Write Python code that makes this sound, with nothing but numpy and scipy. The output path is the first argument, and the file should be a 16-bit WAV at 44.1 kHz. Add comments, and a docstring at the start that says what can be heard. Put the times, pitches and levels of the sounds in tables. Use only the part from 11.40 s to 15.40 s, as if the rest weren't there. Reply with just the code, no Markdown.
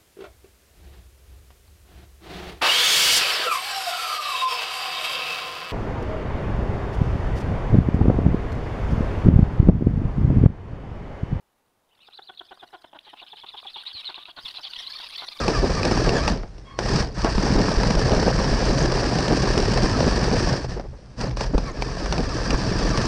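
"""A stick nest high in a quiet forest, one microphone close to the young storks in it.
They beg about nine calls a second: thin gliding whistles, short low grunts from pulses ringing the
throat, and harsh rasps where the voice breaks up. As more birds join, the rasps take over.
Close by, wings beat, feathers and twigs rustle, chicks chirp and sticks tick.
The trees return a faint echo."""
import sys
import numpy as np
from scipy import signal
from scipy.fft import rfft, irfft, next_fast_len
from scipy.io import wavfile

SR = 44100
rng = np.random.default_rng(int(sys.argv[2]) if len(sys.argv) > 2 else 0)


def master(y):
    """Save y as 16-bit WAV."""
    cut = np.clip(np.atleast_2d(y).T, -1, 1)
    pcm = np.round(cut * 32767)  # scale
    wavfile.write(sys.argv[1], SR, pcm.astype(np.int16))


N = 176400

# Rasps close to the microphone: t/s, length/s, level/dB
RASP_CALLS = [(1.646, 0.071, -51), (1.769, 0.053, -47.5), (1.861, 0.054, -50.5), (1.966, 0.039, -46),
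              (2.06, 0.052, -45.5), (2.167, 0.04, -43), (2.264, 0.05, -46), (2.355, 0.076, -41),
              (2.45, 0.073, -42.5), (2.551, 0.073, -44), (2.633, 0.1, -43.5), (2.74, 0.1, -45.5),
              (2.849, 0.07, -46.5), (2.961, 0.05, -45), (3.048, 0.065, -42), (3.137, 0.053, -38.5),
              (3.23, 0.057, -38.5), (3.313, 0.16, -43), (3.488, 0.11, -44), (3.598, 0.085, -41.5),
              (3.692, 0.076, -41.5), (3.773, 0.077, -38), (3.88, 0.013, -32), (3.907, 0.035, -42.5),
              (3.979, 0.021, -49)]
def rasp(start, length, db, calm_hz=3230, frantic_hz=4112, puffs_per_s=230, note_s=.014):
    """The voice breaks into rough squeals over uneven puffs, shriller as the birds get excited."""
    n = int(length * SR)
    t = np.arange(n) / SR
    centre_hz = calm_hz + (frantic_hz - calm_hz) * (start * SR / N) ** 2
    cycles = np.cumsum(puffs_per_s * np.exp(.27 * drift(n, 150))) / SR
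    gate = np.exp(-(cycles % 1) / .8)
    puffs = gate * noise(n)
    harsh = colour(resonate(puffs, centre_hz, width_hz=1800) + .4 * puffs, throat(start))
    notes = np.zeros(n)
    for s in np.arange(0, length, note_s / 2):  # overlapping scraps of tone leap about the centre
        m = int(note_s * rng.uniform(1, 1.7) * SR)
        hz = centre_hz * np.exp(.198 * rng.uniform(-1, 1)) * (1 + .0487 * drift(m, 200))
        add(notes, s - note_s / 2, np.hanning(m) * np.sin(phase_of(hz)) * rng.exponential())
    notes = colour(notes * (gate + .5), throat(start))
    voice = squeal(n, centre_hz * rng.uniform(.16, .3), wobble=.04)
    voice = colour(voice * (gate + .5), throat(start))
    edges = np.clip(np.minimum(t, length - t) / .0048, 0, 1)
    flicker = amp(drift(n, 160))
    return amp(db) * edges * unit((harsh + amp(2) * notes + amp(-5) * voice) * flicker)


# Spectrum of a young stork's throat: f/Hz, level/dB
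THROAT_SPECTRUM = [(200, -35), (600, -5.5), (1050, 2), (1700, -10.5), (2300, -1), (3000, -2), (4300, -4),
                   (5200, -19.5), (6900, -42.5), (9300, -29), (15000, -50.5)]
def throat(s, squabble_s=2.76):
    """The colour of the voice at time s; its upper edge rises once the squabble breaks out."""
    stretch = 1 + .11 * np.clip((s - squabble_s) * 2, 0, 1)
    return [(hz * (stretch if 4000 < hz < 8000 else 1), db) for hz, db in THROAT_SPECTRUM]


def squeal(n, hz, wobble):
    """A hoarse, nearly held voice with a weak fundamental and uneven harmonics."""
    from_crest = np.linspace(-1, 1, n) + rng.uniform(-1, 1)
    phase = phase_of(hz * np.exp(-.04 * from_crest ** 2) * (1 + wobble * drift(n, 300)))
    return sum(min(k / 3, 1) * rng.rayleigh() * np.cos(k * phase + 2 * np.pi * rng.random())
               for k in range(1, 13))


# Whistles, close: t/s, length/s, first f/Hz, middle f/Hz, last f/Hz, level/dB
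WHISTLE_CALLS = [(0.506, 0.041, 2370, 3050, 2380, -65.5), (0.6, 0.054, 2480, 2960, 2570, -57.5),
                 (0.718, 0.048, 2300, 4030, 3520, -48.5), (1.588, 0.0069, 1820, 3520, 3970, -39.5),
                 (2.083, 0.017, 2770, 3720, 4150, -40), (2.159, 0.049, 3760, 3270, 4270, -42.5),
                 (2.264, 0.029, 3920, 3340, 3730, -37), (2.46, 0.031, 3910, 3840, 4550, -32.5),
                 (2.527, 0.092, 4560, 4050, 3810, -37.5), (2.648, 0.046, 4390, 3924, 3680, -32),
                 (2.752, 0.016, 4480, 3930, 3370, -37), (3.237, 0.025, 4920, 4330, 4140, -37.5),
                 (3.268, 0.011, 3030, 3150, 3180, -35), (3.359, 0.012, 2860, 3250, 3380, -31.5),
                 (3.465, 0.019, 3830, 4050, 4250, -31.5), (3.519, 0.0092, 4500, 4300, 4600, -32),
                 (3.551, .024, 4560, 4490, 4170, -37.5), (3.682, 0.028, 9350, 9350, 9350, -55.5),
                 (3.756, 0.015, 4460, 4480, 4430, -38), (3.776, 0.012, 4530, 4420, 4360, -34)]
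def whistle(length, first_hz, middle_hz, last_hz, db):
    """A nearly pure tone bends through three pitches, fluttering, in a thin band of air noise."""
    n = int(length * SR)
    u = np.linspace(0, 1, n)
    bend = np.polyfit([0, .5, 1], [first_hz, middle_hz, last_hz], 2)
    hz = np.polyval(bend, u) * (1 + .014 * drift(n, 360))
    phase = phase_of(hz)
    flutter = 1 + .75 * np.tanh(drift(n, 520))
    tone = unit((np.sin(phase) + amp(-38.5) * np.sin(2 * phase)) * flutter)
    air = colour(resonate(noise(n), hz, width_hz=900), THROAT_SPECTRUM)
    return amp(db) * abs(np.sin(np.pi * u)) ** .77 * (tone + amp(-30) * air)


# Twitters, close: t/s, length/s, top f/Hz, landing level/dB
TWITTER_CALLS = [(.595, 0.098, 4350, -52), (0.746, 0.045, 5000, -39), (0.814, 0.09, 4750, -39),
                 (0.931, 0.062, 4300, -48), (0.973, 0.029, 4700, -37), (1.016, 0.084, 5000, -49),
                 (1.122, .1, 4740, -48), (1.778, 0.067, 4490, -40.5), (1.862, 0.075, 5000, -39.5),
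                 (1.952, 0.086, 5100, -39.5), (2.055, 0.093, 4980, -40), (2.174, 0.079, 4900, -40.5),
                 (2.276, 0.092, 4880, -37), (2.986, 0.089, 5150, -34), (3.83, .06, 5900, -36.5),
                 (3.938, 0.069, 5500, -38)]
def twitter(length, top_hz, db, foot_hz=3430, fade_db_per_hz=.012, swell_db=7, ragged_db=5):
    """A ragged tone arches up from the throat's resonance, fades at the top and lands loudly again."""
    n = int(length * SR)
    u = np.linspace(0, 1, n)
    lift_hz = (top_hz - foot_hz) * np.sin(np.pi * np.minimum(u / .9, 1)) ** 2
    phase = phase_of((foot_hz + lift_hz) * (1 + .022 * drift(n, 200)))
    level_db = db - fade_db_per_hz * lift_hz - swell_db * (1 - u) + ragged_db * np.tanh(drift(n, 120))
    flutter = 1 + .75 * np.tanh(drift(n, 350))
    return amp(level_db) * signal.windows.tukey(n, .2) * np.sin(phase) * flutter


# Steady throat resonances: f/Hz, width/Hz, level/dB
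THROAT_RESONANCES = [(438, 273, -16), (3110, 850, -12)]
# Grunts, close: t/s, length/s, pitch f/Hz, level/dB, upper resonance level/dB
GRUNT_CALLS = [(0.682, 0.0092, 428, -53, -6.5), (0.787, 0.011, 380.4, -44.5, 4.5),
               (0.89, 0.019, 373.6, -44, -0.5), (1.005, 0.017, 372.8, -45, -1),
               (1.107, 0.026, 375.4, -43, -4), (1.218, 0.03, 367.3, -44, -2.5),
               (1.326, 0.038, 370.7, -42, -3), (1.44, 0.011, 329.4, -46.5, -5.5),
               (1.528, 0.011, 313, -48, -26), (1.542, 0.035, 302.4, -46, -4.5),
               (1.665, 0.023, 410.4, -51, -7), (1.729, 0.015, 302, -44, -12),
               (1.814, 0.028, 313.6, -48, -9), (1.929, 0.015, 430.2, -45.5, -11),
               (2.033, 0.017, 423, -44, -15), (2.136, 0.023, 437.5, -43, -11),
               (2.245, 0.022, 435, -44, -12.5), (2.356, 0.019, 431, -41.5, -24),
               (2.685, 0.026, 375.2, -42, 1.5), (2.772, 0.02, 354, -46, -4), (2.879, 0.022, 346, -48, -4),
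               (2.966, 0.031, 279.8, -42.5, -4.5), (3.179, 0.031, 329.2, -47.5, -5),
               (3.595, 0.014, 355, -47, -3), (3.814, 0.039, 387, -42, -0.5)]
def grunt(start, length, pitch_hz, db, upper_db, sag=.33, jitter=.07):
    """Sagging pulses ring the throat: hollow with the bill nearly shut, hoarser with excitement."""
    n = int(length * SR)
    u = np.minimum(np.arange(n + SR // 100) / n, 1)  # 10 ms extra to ring out
    cycles = np.cumsum(pitch_hz * (1 + sag * (.5 - u) + jitter * drift(len(u), 300))) / SR
    pulses = unit(sum(np.cos(2 * np.pi * k * cycles) for k in range(1, 13)))
    puffs = unit(noise(len(u)) * (1 - cycles % 1))
    excitement = start * SR / N
    rough = .3 + .43 * excitement ** 2
    drive = ((1 - rough) * pulses + rough * 2 * puffs) * abs(np.sin(np.pi * u)) ** .7
    hollow = (691 + 320 * excitement, 636 * max(amp(.2 * upper_db), .5), 0)
    resonances = list(THROAT_RESONANCES) + [hollow, (1409, 243, upper_db)]
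    voice = sum(amp(level) * resonate(drive, hz, width) for hz, width, level in resonances)
    return amp(db) * unit(voice) * np.sqrt(.5 * len(u) / n)


# Modes of a quick chirp and of a nest stick: f/Hz, t60/s, level/dB
CHIRP_MODES = [(2800, 0.0088, 2.5), (3610, 0.013, -1)]
STICK_MODES = [(316, 0.027, -6.5), (706, 0.02, 16.5), (1130, 0.0077, 26.5), (2760, 0.0042, -15)]
# The chicks' very short, click-like chirps near 3 kHz, and knocks on the sticks: t/s, level/dB
QUICK_CHIRPS = [(2.502, -40), (2.645, -32), (2.743, -29.5), (2.855, -32.5), (3.335, -26.5)]
STICK_KNOCKS = [(1.174, -65), (2.229, -60), (3.404, -63), (3.821, -52)]
def short_ring(modes, db, rise_s=.00076):
    """A quick chirp or a knocked stick: a few fast-dying tones, tuned a little differently each time."""
    t = np.arange(SR // 20) / SR
    ring = sum(amp(level - 60 * t / t60) * np.sin(2 * np.pi * hz * rng.uniform(.93, 1.07) * t)
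               for hz, t60, level in modes)
    return 2 * amp(db) * ring * (1 - np.exp(-(t / rise_s) ** 2))


# Spectrum of the air a wing moves: f/Hz, level/dB
WING_SPECTRUM = [(25, 2.5), (140, -3.5), (300, -12), (900, -21), (4000, -41)]
# Wing beats near the microphone: peak t/s, level/dB
WING_BEATS = [(2.553, -49), (3.049, -46), (3.377, -53)]
def wing(db, half_width_s=.0046):
    """A soft push of air from one wing beat."""
    t = np.arange(SR // 5) / SR - .1
    air = colour(noise(len(t)), WING_SPECTRUM)
    return amp(db) * air / (1 + (t / half_width_s) ** 2) * np.hanning(len(t))


# Feathers on the nest: t/s, length/s, level/dB
FEATHER_SWISHES = [(3.759, .04, -56)]
def swish(length, db):
    """Stiff feathers scrape over the sticks in a crisp burst."""
    n = int(length * SR)
    return amp(db) * np.hanning(n) * unit(noise(n) * np.exp(.5 * drift(n, 600)))


# Commotion behind the main calls: t/s, rustle level/dB, chatter level/dB
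COMMOTION = [(.45, -76, -90), (.6, -73.5, -61), (1.3, -69.5, -61.5), (1.5, -73.5, -63.5),
             (1.9, -67.5, -63.5), (2.601, -65, -48.5), (2.94, -67.5, -68.5), (3.07, -56.5, -44),
             (3.22, -63, -52), (3.37, -59, -40.5), (4, -57, -48)]
def chatter(low_hz=950, high_hz=2000, gap_s=.015):
    """The other chicks squeal hoarsely over one another."""
    voices = np.zeros(N)
    for s in np.arange(0, N / SR, gap_s):
        n = int(.02 * 2 ** rng.uniform(-.91, 1) * SR)
        start = s + rng.random() * gap_s
        gain = rng.uniform(.56, 1)
        call = np.hanning(n) * squeal(n, rng.uniform(low_hz, high_hz), wobble=.035)
        add(voices, start, gain * colour(call, throat(s)))
    times, _, db = np.transpose(COMMOTION)
    return amp(np.interp(np.arange(N) / SR, times, db)) * unit(voices * (1 + .5 * drift(N, 500)))


# Spectrum of feathers and twigs in the nest: f/Hz, level/dB
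RUSTLE_SPECTRUM = [(35, 5.5), (120, -3.5), (400, -3.5), (1100, 0.5), (5700, -10.5), (7200, -14),
                   (10000, -9.5), (15000, -17)]
def rustle(snaps_per_s=900):
    """Feathers brush softly and small twigs crackle as the birds get up."""
    snaps = unit((rng.random(N) < snaps_per_s / SR) * noise(N))
    brushing = (noise(N) + .5 * snaps) * amp(drift(N, 40))
    times, db, _ = np.transpose(COMMOTION)
    return amp(np.interp(np.arange(N) / SR, times, db)) * colour(brushing, RUSTLE_SPECTRUM)


def echo(x, db=-15, t60_s=.35):
    """The trunks around the nest scatter its sound back to the microphone."""
    t = np.arange(SR // 2) / SR
    tail = noise(len(t)) * amp(-60 * t / t60_s)
    return amp(db) * signal.fftconvolve(x, tail / np.linalg.norm(tail))[:N]


# Spectrum of the forest farther off: f/Hz, level/dB
FOREST_SPECTRUM = [(30, -7.5), (900, -3.5), (1800, -16), (4000, -22.5), (15000, -23.5)]
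def forest(db=-71):
    """A steady, soft hush beyond the nest."""
    return amp(db) * colour(noise(N), FOREST_SPECTRUM)


def amp(db):
    """Decibels to gain."""
    return 10 ** (np.asarray(db) / 20)


def unit(x):
    """Scales to rms 1."""
    return x / np.sqrt(np.mean(x ** 2) + 1e-20)


def phase_of(hz):
    """Running phase of a moving pitch, in radians."""
    return 2 * np.pi * np.cumsum(hz) / SR


def add(mix, s, sound):
    """Mixes a sound in at time s."""
    part = mix[max(round(s * SR), 0):][:len(sound)]
    part += sound[:len(part)]


def colour(x, spectrum):
    """Filters by a spectrum; rms 1."""
    size = next_fast_len(2 * len(x))
    hz, db = np.transpose(spectrum)
    gain = amp(np.interp(np.log(np.fft.rfftfreq(size, 1 / SR) + 1), np.log(hz), db))
    return unit(irfft(rfft(x, size) * gain, size)[:len(x)])


def noise(n):
    """White noise."""
    return np.random.default_rng(rng.integers(2 ** 31)).standard_normal(n)


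def drift(n, hz):
    """Smooth random motion up to a rate; rms about 1."""
    size = next_fast_len(n + 4096)
    lowpass = np.exp(-(np.fft.rfftfreq(size, 1 / SR) / hz) ** 2)
    return unit(irfft(rfft(noise(size)) * lowpass, size))[:n]


def resonate(x, hz, width_hz):
    """A steep resonance of gain 1, steady or moving."""
    carrier = np.exp(1j * phase_of(hz * np.ones(len(x))))
    pole = np.exp(-np.pi * width_hz / SR)
    envelope = signal.lfilter([(1 - pole) ** 2], [1, -2 * pole, pole ** 2], x / carrier)
    return 2 * (carrier * envelope).real


def scene():
    """Calls and movements close up in the nest, over the hush of the forest."""
    nest = rustle() + chatter()
    for start, *row in WHISTLE_CALLS:
        add(nest, start, whistle(*row))
    for start, *row in TWITTER_CALLS:
        add(nest, start, twitter(*row))
    for start, *row in GRUNT_CALLS:
        add(nest, start, grunt(start, *row))
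    for start, *row in RASP_CALLS:
        add(nest, start, rasp(start, *row))
    for start, db in QUICK_CHIRPS:
        add(nest, start, short_ring(CHIRP_MODES, db))
    for start, db in STICK_KNOCKS:
        add(nest, start, short_ring(STICK_MODES, db))
    for start, *row in FEATHER_SWISHES:
        add(nest, start, swish(*row))
    for peak_s, db in WING_BEATS:
        push = wing(db)
        add(nest, peak_s - len(push) / SR / 2, push)
    return (nest + echo(nest) + forest())[None]


def record(dry, edge_hz=15700):
    """The nest camera's mono microphone channel cuts off the highest treble."""
    lowpass = signal.firwin(511, edge_hz, window=("kaiser", 9), fs=SR)
    return signal.oaconvolve(dry, lowpass[None], "same")


dry = scene()
out = record(dry)
master(out)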